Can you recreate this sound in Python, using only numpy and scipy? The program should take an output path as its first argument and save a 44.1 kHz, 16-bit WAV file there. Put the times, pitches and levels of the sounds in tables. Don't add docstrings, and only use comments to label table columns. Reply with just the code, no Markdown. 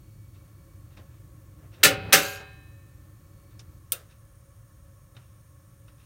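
import sys
import numpy as np
from scipy import signal
from scipy.fft import rfft, irfft, next_fast_len
from scipy.io import wavfile
from scipy.ndimage import uniform_filter1d, minimum_filter1d, map_coordinates

SR = 44100
rng = np.random.default_rng(int(sys.argv[2]) if len(sys.argv) > 2 else 0)


def to_wav(s):
    ch = np.atleast_2d(s).T
    pcm = np.round(np.clip(ch, -1, 1) * 32767)
    wavfile.write(sys.argv[1], SR, pcm.astype(np.int16))


N = 266805
TOP_HZ = 16100

# frequency in Hz, relative level in dB per Hz.
MURMUR_SPECTRUM = [(18, -38), (30, -21.5), (46, -4), (75, -2), (107, 3), (150, -7.5), (200, -16),
                   (255, -27), (400, -33), (1000, -45.5), (2200, -89.5)]
# frequency in Hz, relative level in dB per Hz.
HISS_SPECTRUM = [(400, -27.5), (800, -15), (1300, -10), (2000, -14.5), (4900, -17.5), (6500, -14),
                 (9500, -15), (10500, -17.5), (12000, -13), (16000, -12.5)]
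# frequency in Hz, width in Hz, relative level in dB.
TUBE_RESONANCES = [(548.7, 24, 2.5), (1100.8, 44, -2.5), (1313, 97, -11), (1740, 65, -10.5),
                   (2300, 60, -18.5)]
# frequency in Hz, width in Hz, relative level in dB.
JET_RESONANCES = [(5580, 120, -6.5), (6506, 160, -4.5), (8100, 33, -11.5), (8850, 160, -3.5),
                  (9412, 92, 3.5)]
# frequency in Hz, width in Hz, relative level in dB.
CAVITY_RESONANCES = [(303, 25, 1), (332.4, 21, -9)]
REAR_OPENS_S, BIG_CLOSES_S, VALVE_TURN_S = 0.34, 3.84, 0.2
MURMUR_DB, CAVITY_DB, HISS_DB, JETS_DB = -52, -72, -67, -72
BIG_MURMUR_DB, BIG_CAVITY_DB, BIG_HISS_DB = 2.5, 8, 1.6
JETS_STARVED_DB = 4
TUBES_DB, TUBES_SHUT_DB = -67, -4.5

# top in seconds, half length in seconds.
SWELLS = [(.35, 0.54), (3.55, 0.39)]
# frequency in Hz, width in Hz, relative level in dB.
WHISTLE_RESONANCES = [(2268, 18, 0.0), (4403, 91, -9.0)]
WHISTLE_DB, WHISTLE_SWELL_DB = -84.5, 7.5

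# start in seconds, level in dB, centre in Hz, t60 in seconds, stem pitch in Hz.
KNOB_CLICKS = [(2.402, -58.5, 940, .4, 940), (3.5935, -47.5, 4740, 0.072, 5300),
               (5.151, -64, 2200, 0.044, 3700), (5.1667, -52, 2800, 0.049, 3700),
               (5.881, -62.5, 2460, 0.15, 3720)]
# start in seconds, level in dB, rise in seconds, t60 in seconds, relative panel level in dB.
KNOB_RUBS = [(.335, -66.5, 0.014, 0.27, -6), (.905, -68, 0.009, 0.66, 0), (.966, -58, 0.01, 0.11, 3.5),
             (1.06, -77, 0.08, 0.32, 9), (1.712, -59.5, 0.028, .35, -4), (3.506, -67.5, .005, 0.26, -3),
             (4.08, -63.5, 0.032, 0.24, -1.5), (5.19, -72, .01, 0.92, -4), (5.96, -67.5, 0.049, 0.64, -12)]
# frequency in Hz, width in Hz, relative level in dB.
KNOB_RESONANCES = [(560, 120, -12), (1380, 300, 0), (2640, 280, -2.5), (3680, 230, -3), (5640, 803, -6),
                   (9500, 1500, -9.5)]
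# frequency in Hz, relative level in dB per Hz.
FRONT_PANEL_SPECTRUM = [(100, 0.0), (500, -2), (1500, -5.0), (4000, -14.0), (12000, -35.5)]
CLICK_RISE_S, STEM_DB = 0.001, 5.5
THUD_DB, THUD_DB_PER_OCTAVE, THUD_AT_HZ = 0, 10.5, 2520
RUB_HZ = 2806

# frequency in Hz, relative level in dB per Hz.
CRACK_SPECTRUM = [(150, -36.5), (550, -30), (1000, -39), (1400, -25), (1800, -19), (2650, -4), (3600, -7),
                  (5000, -8.5), (6100, -5), (7400, -9.5), (9000, 3), (10800, -10), (13400, 0.5),
                  (16000, -3)]
# frequency in Hz, relative level in dB, t60 in seconds.
VALVE_MODES = [(1343, -11.5, 0.11), (2540, -7, 0.08), (2760, -14, 0.16), (3590, -2, 0.053),
               (3680, -13.5, 0.16), (6300, -8, 0.054), (8530, 4, 0.035), (8640, 4, 0.052), (9600, -10, .13),
               (13500, 3, 0.046)]
# frequency in Hz, relative level in dB per Hz.
WALL_SPECTRUM = [(100, -33), (350, 11), (600, 11.0), (900, -3), (1400, 9.5), (2000, 1.5), (15000, -10)]

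# peak in seconds, level in dB, rise in seconds.
SHAFT_GRINDS = [(0.994, -52, 0.0092), (1.65, -58.5, 0.047), (1.815, -50.5, 0.031), (2.11, -40, 0.056)]
# frequency in Hz, relative level in dB per Hz.
GRIND_SPECTRUM = [(80, -12), (200, 0), (550, -1.5), (900, -10), (1800, -11), (5000, -31.5), (12000, -65)]
GRIND_T60 = 0.18

# frequency in Hz, relative level in dB per Hz.
PUFF_SPECTRUM = [(30, -18.5), (70, -5), (115, 2), (200, -13.5), (400, -21.5), (900, -30), (4000, -67.5)]
CATCH_DELAY_S = 0.046
PUFF_DB, PUFF_RISE_S, PUFF_HOLD_S, PUFF_T60 = -38.5, 0.034, .21, .17

# start in seconds, blow in dB, long ring in dB, spring buzz in dB,
# seconds for which the spring buzzes freely.
IGNITER_SNAPS = [(1.832, -8.5, -22.5, -39, .05), (2.125, -9.5, -21, -25, 0.27)]
# frequency in Hz, relative level in dB per Hz.
TRIP_SPECTRUM = [(400, -30), (1500, 0.5), (3500, -0.5), (6000, -12.5), (16000, -19.5)]
# frequency in Hz, relative level in dB per Hz.
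CLANG_SPECTRUM = [(50, -25), (110, -8), (170, -3.5), (245, -15.5), (300, -6), (370, -14.5), (560, -5),
                  (720, -16.5), (1000, -18), (1400, -5), (2600, -5), (4500, -8.5), (9300, -9.5),
                  (10500, -14.5), (13500, -11), (16000, -13)]
# frequency in Hz, t60 in seconds.
CLANG_DECAY = [(120, 0.33), (500, 0.4), (1500, 0.25), (3000, 0.19), (7000, 0.15), (14000, 0.135)]
# frequency in Hz, width in Hz, relative level in dB in the first snap, then in the second.
PANEL_RESONANCES = [(429, 7.9, -10, -12), (544, 24, -4.5, -4.5), (580, 24, -6, -6), (779.3, 16, -6, -4),
                    (1315, 16, -5, 0), (1420, 15, -6, -7.5), (1550, 30, 1, 1), (1761, 16, 3, -3.5),
                    (1842, 31, 1, 3), (1906, 32, -1, -1), (2124, 19, 0.5, 1.5), (2365, 26, 4.5, -1),
                    (2530, 28, 0, 3), (2607, 22, 5, -2), (2724, 25, -4, 2.5), (2972, 36, 3, -4),
                    (3160, 41, 1, 1), (3380, 28, -12.5, -1), (3765, 25, 3, -6.5), (4500, 25, 1, 3.5),
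                    (6270, 28, -7, 5), (8300, 55, -0.5, 4), (9012, 67, 7, -4.5)]
# frequency in Hz, relative level in dB per Hz.
SHEET_SPECTRUM = [(200, -15), (450, -2), (950, -5), (1500, -1.5), (2700, -6), (4500, -9), (5500, -24),
                  (10000, -50)]
# frequency in Hz, relative level in dB, t60 in seconds.
GRATE_MODES = [(412, -10, 0.75), (547, -7, 0.58), (574, -6, .55), (771, -9.5, 0.75), (1315, -15.5, .6),
               (1583, -14, .55), (2024, -14.5, .45), (2135, -14, 0.65), (2175, -19.5, .8), (2375, -12, .59),
               (2470, -17.5, .6), (2665, -9.5, 0.4), (2751, -15, .55), (2970, -13, .4), (3085, -23, 0.9),
               (3946, -26.5, 1.3), (1790, -29.5, 2.5), (2546, -14.5, 1.2), (1437, -10, .62)]
# frequency in Hz, relative level in dB per Hz.
SPRING_SPECTRUM = [(200, -35.5), (500, -18), (1000, -18.5), (1600, -5), (2100, -21.5), (2700, -2.5),
                   (3300, -12), (4300, -10.5), (5200, -14), (6500, -10.5), (7900, -15), (8800, -19),
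                   (11500, -19), (13200, -13.5), (16000, -20.5)]
# frequency in Hz, relative level in dB, t60 in seconds.
COIL_MODES = [(3628, -2, 0.23), (4180, -2, 0.17), (4740, -11, 0.4), (6212, 0, 0.33), (6713, -17, 1),
              (7804, -8, 0.27), (9701, -2, 0.22), (10700, -9, 0.25), (10870, -17.5, 0.82),
              (12310, -12, 0.31), (12940, -10, 0.33), (13470, -10, 0.35)]
CHATTER_PER_S, CHATTER_DB, TRADE_DB = 350, -5.5, 2.5
GRIP_LEAD_S, GRIP_T60 = 0.05, 0.23
WIRE_S, WIRE_HZ, WIRE_DB, WIRE_T60 = 2.247, 1610, -34.5, 0.72


def amp(db):
    return 10 ** (np.asarray(db) / 20)


def unit(x):
    return x / np.sqrt(np.mean(x ** 2) + 1e-20)


def along(points, hz):
    f, v = np.transpose(points)
    return np.interp(np.log(hz + 1), np.log(f), v)


def fade(t, t60):
    return np.exp(-np.log(1000) * t / t60)


def build_up(t, seconds):
    return 1 - np.exp(-t / seconds)


def filtered(x, response):
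    m = next_fast_len(len(x) + SR // 4)
    return irfft(rfft(x, m) * response(np.fft.rfftfreq(m, 1 / SR)), m)[:len(x)]


def noise(response, size):
    return unit(filtered(rng.standard_normal(size), response))


def smooth(spectrum):
    return lambda hz: amp(along(spectrum, hz))


def resonant(modes):
    def response(hz):
        power = sum((amp(db) * hz * width) ** 2 / ((centre ** 2 - hz ** 2) ** 2 + (hz * width) ** 2)
                    for centre, width, db in modes)
        return np.sqrt(power)
    return response


def ragged(response, depth_db, step_hz):
    knots = rng.standard_normal(2048)

    def rough(hz):
        ripple = map_coordinates(knots, [hz / step_hz], mode="wrap")
        return response(hz) * amp(depth_db * ripple)
    return rough


def partials(spectrum, size, count, scatter_db):
    place, phase, strength = rng.random(count), rng.random(count), rng.standard_normal(count)
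    hz = (np.arange(count) + place) * TOP_HZ / count
    level = amp(along(spectrum, hz) + scatter_db * strength)
    lines = np.zeros(size // 2 + 1, complex)
    lines[(hz * size / SR).astype(int)] = level * np.exp(2j * np.pi * phase)
    return unit(irfft(lines, size))


def ring(modes, t):
    return sum(amp(db + rng.standard_normal()) * fade(t, t60) * np.sin(2 * np.pi * (hz * t + rng.random()))
               for hz, db, t60 in modes)


def struck(resonances, t):
    return ring([(hz, db, np.log(1000) / (np.pi * width)) for hz, width, db in resonances], t)


def add(track, s, sound):
    room = track[round(s * SR):][:len(sound)]
    room += sound[:len(room)]


def turned(s):
    return np.clip(.5 + (np.arange(N) / SR - s) / VALVE_TURN_S, 0, 1)


def burners():
    big_open, rear_shut = 1 - turned(BIG_CLOSES_S), 1 - turned(REAR_OPENS_S)
    flames = amp(MURMUR_DB + BIG_MURMUR_DB * big_open) * noise(smooth(MURMUR_SPECTRUM), N)
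    hollow = amp(CAVITY_DB + BIG_CAVITY_DB * big_open) * noise(resonant(CAVITY_RESONANCES), N)
    hiss_response = ragged(smooth(HISS_SPECTRUM), depth_db=0.4, step_hz=91.45)
    gas = amp(HISS_DB + BIG_HISS_DB * big_open) * noise(hiss_response, N)
    tubes = amp(TUBES_DB + TUBES_SHUT_DB * rear_shut) * noise(resonant(TUBE_RESONANCES), N)
    jets = amp(JETS_DB - JETS_STARVED_DB * big_open) * noise(resonant(JET_RESONANCES), N)
    return flames + hollow + gas + tubes + jets


def whistle():
    t = np.arange(N) / SR
    swell = sum(np.exp(-((t - s) / half) ** 2) for s, half in SWELLS)
    level = amp(WHISTLE_DB + WHISTLE_SWELL_DB * swell) * (1 - turned(BIG_CLOSES_S))
    return level * noise(resonant(WHISTLE_RESONANCES), N)


def contact(hz, centre_hz):
    return np.exp(-(np.log((hz + 1) / centre_hz) / 0.72) ** 2) + .07


def touch(t, centre_hz, rise, t60, thud_db):
    tick = noise(lambda hz: contact(hz, centre_hz) * (resonant(KNOB_RESONANCES)(hz) + 0.091), len(t))
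    scuff = unit(amp(2 * noise(lambda hz: hz < 90, len(t))))
    panel = noise(smooth(FRONT_PANEL_SPECTRUM), len(t))
    after = np.maximum(t - rise, 0)
    body = scuff * tick * fade(after, t60) + amp(thud_db) * panel * fade(after, 0.19)
    return np.minimum(t / rise, 1) * body


def knobs():
    out, t = np.zeros(N), np.arange(SR // 2) / SR
    for s, db, centre_hz, t60, stem_hz in KNOB_CLICKS:
        thud_db = THUD_DB - THUD_DB_PER_OCTAVE * np.log2(centre_hz / THUD_AT_HZ)
        stem = amp(STEM_DB) * np.sin(2 * np.pi * stem_hz * t) * fade(t, 0.028)
        add(out, s, amp(db) * (touch(t, centre_hz, CLICK_RISE_S, t60, thud_db) + stem))
    for s, db, rise, t60, thud_db in KNOB_RUBS:
        add(out, s, amp(db) * touch(t, RUB_HZ, rise, t60, thud_db))
    return out


def shut_off():
    out, t = np.zeros(N), np.arange(SR // 2) / SR
    two_decays = amp(-17.5) * fade(t, 0.039) + amp(-30.0) * fade(t, 0.14)
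    crack = noise(smooth(CRACK_SPECTRUM), len(t)) * two_decays
    valve = amp(-30.0) * ring(VALVE_MODES, t)
    answer = noise(smooth(WALL_SPECTRUM), len(t)) * build_up(t, 0.0043) * fade(t, 0.31)
    add(out, 3.9203, crack + valve + amp(-41) * answer)
    return out


def grinding():
    t = np.arange(N) / SR
    load = np.zeros(N)
    for s, db, rise in SHAFT_GRINDS:
        load += amp(db) * np.exp(np.minimum(t - s, 0) / rise) * fade(np.maximum(t - s, 0), GRIND_T60)
    return load * noise(smooth(GRIND_SPECTRUM), N)


def catching():
    out, t = np.zeros(N), np.arange(SR) / SR
    envelope = build_up(t, PUFF_RISE_S) * fade(np.maximum(t - PUFF_HOLD_S, 0), PUFF_T60)
    puff = noise(smooth(PUFF_SPECTRUM), len(t)) * envelope
    add(out, IGNITER_SNAPS[0][0] + CATCH_DELAY_S, amp(PUFF_DB) * puff)
    return out


def clang(t, spread_cycles, hold):
    waves = noise(ragged(smooth(CLANG_SPECTRUM), depth_db=2.5, step_hz=59.4), len(t))
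    hz, when, z = signal.stft(waves, SR, nperseg=128)
    build = 1 - np.exp(-((when + 0.002787) * (hz[:, None] + 300) / spread_cycles) ** 2)
    decay = fade(np.maximum(when - hold, 0), along(CLANG_DECAY, hz)[:, None])
    return signal.istft(z * build * decay, SR, nperseg=128)[1][:len(t)]


def spring(t, free):
    touching = rng.random(len(t)) < CHATTER_PER_S / SR
    contacts = rng.standard_exponential(len(t)) ** 1.4 * touching
    tap = noise(smooth(SPRING_SPECTRUM), len(t)) * fade(t, 0.0054)
    chatter = unit(signal.fftconvolve(contacts, tap)[:len(t)])
    buzz = partials(SPRING_SPECTRUM, len(t), count=230, scatter_db=2.5) + amp(CHATTER_DB) * chatter
    waves = buzz * fade(t, 0.62) + ring(COIL_MODES, t)
    hz, when, z = signal.stft(waves, SR, nperseg=256)
    drift = uniform_filter1d(rng.standard_normal(z.shape), size=3, axis=0)
    trade = amp(TRADE_DB * unit(uniform_filter1d(drift, size=7, axis=1)))
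    gripped = free - GRIP_LEAD_S * hz[:, None] / TOP_HZ
    grip = fade(np.maximum(when - gripped, 0), GRIP_T60)
    return signal.istft(z * trade * grip, SR, nperseg=256)[1][:len(t)]


def igniter():
    out, t = np.zeros(N), np.arange(2 * SR) / SR
    bloom = build_up(t, .012)
    for k, (s, blow_db, ring_db, spring_db, free) in enumerate(IGNITER_SNAPS):
        trip = noise(smooth(TRIP_SPECTRUM), len(t)) * fade(t, 0.074)
        add(out, s, amp(blow_db - 5.5) * trip)
        panel = struck([(hz, width, dbs[k]) for hz, width, *dbs in PANEL_RESONANCES], t)
        top = clang(t, spread_cycles=6, hold=0.012) + amp(-5.0) * bloom * panel
        sheet = partials(SHEET_SPECTRUM, len(t), count=300, scatter_db=2.5) * fade(t, 0.87)
        lingering = ring(GRATE_MODES, t) + amp(-13.5) * sheet
        after_ring = amp(ring_db) * lingering + amp(spring_db) * spring(t, free)
        add(out, s + .003, amp(blow_db) * top + bloom * after_ring)
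    ping = np.sin(2 * np.pi * WIRE_HZ * t) * fade(t, WIRE_T60) * build_up(t, 0.0055)
    add(out, WIRE_S, amp(WIRE_DB) * ping)
    return out


def scene():
    background = burners() + whistle()
    handling = knobs() + shut_off() + grinding()
    return (background + handling + catching() + igniter())[None]


def record(dry):
    over_db = 20 * np.log10(np.maximum(np.abs(dry[0]) / .95, 1))
    recovery_db = 400 * np.arange(N) / SR
    cut_db = np.maximum.accumulate(over_db + recovery_db) - recovery_db
    gain = uniform_filter1d(minimum_filter1d(amp(-cut_db), size=33), size=33)
    return filtered(dry[0] * gain, lambda hz: 1 / (1 + (hz / TOP_HZ) ** 120))[None]


dry = scene()
out = record(dry)
to_wav(out)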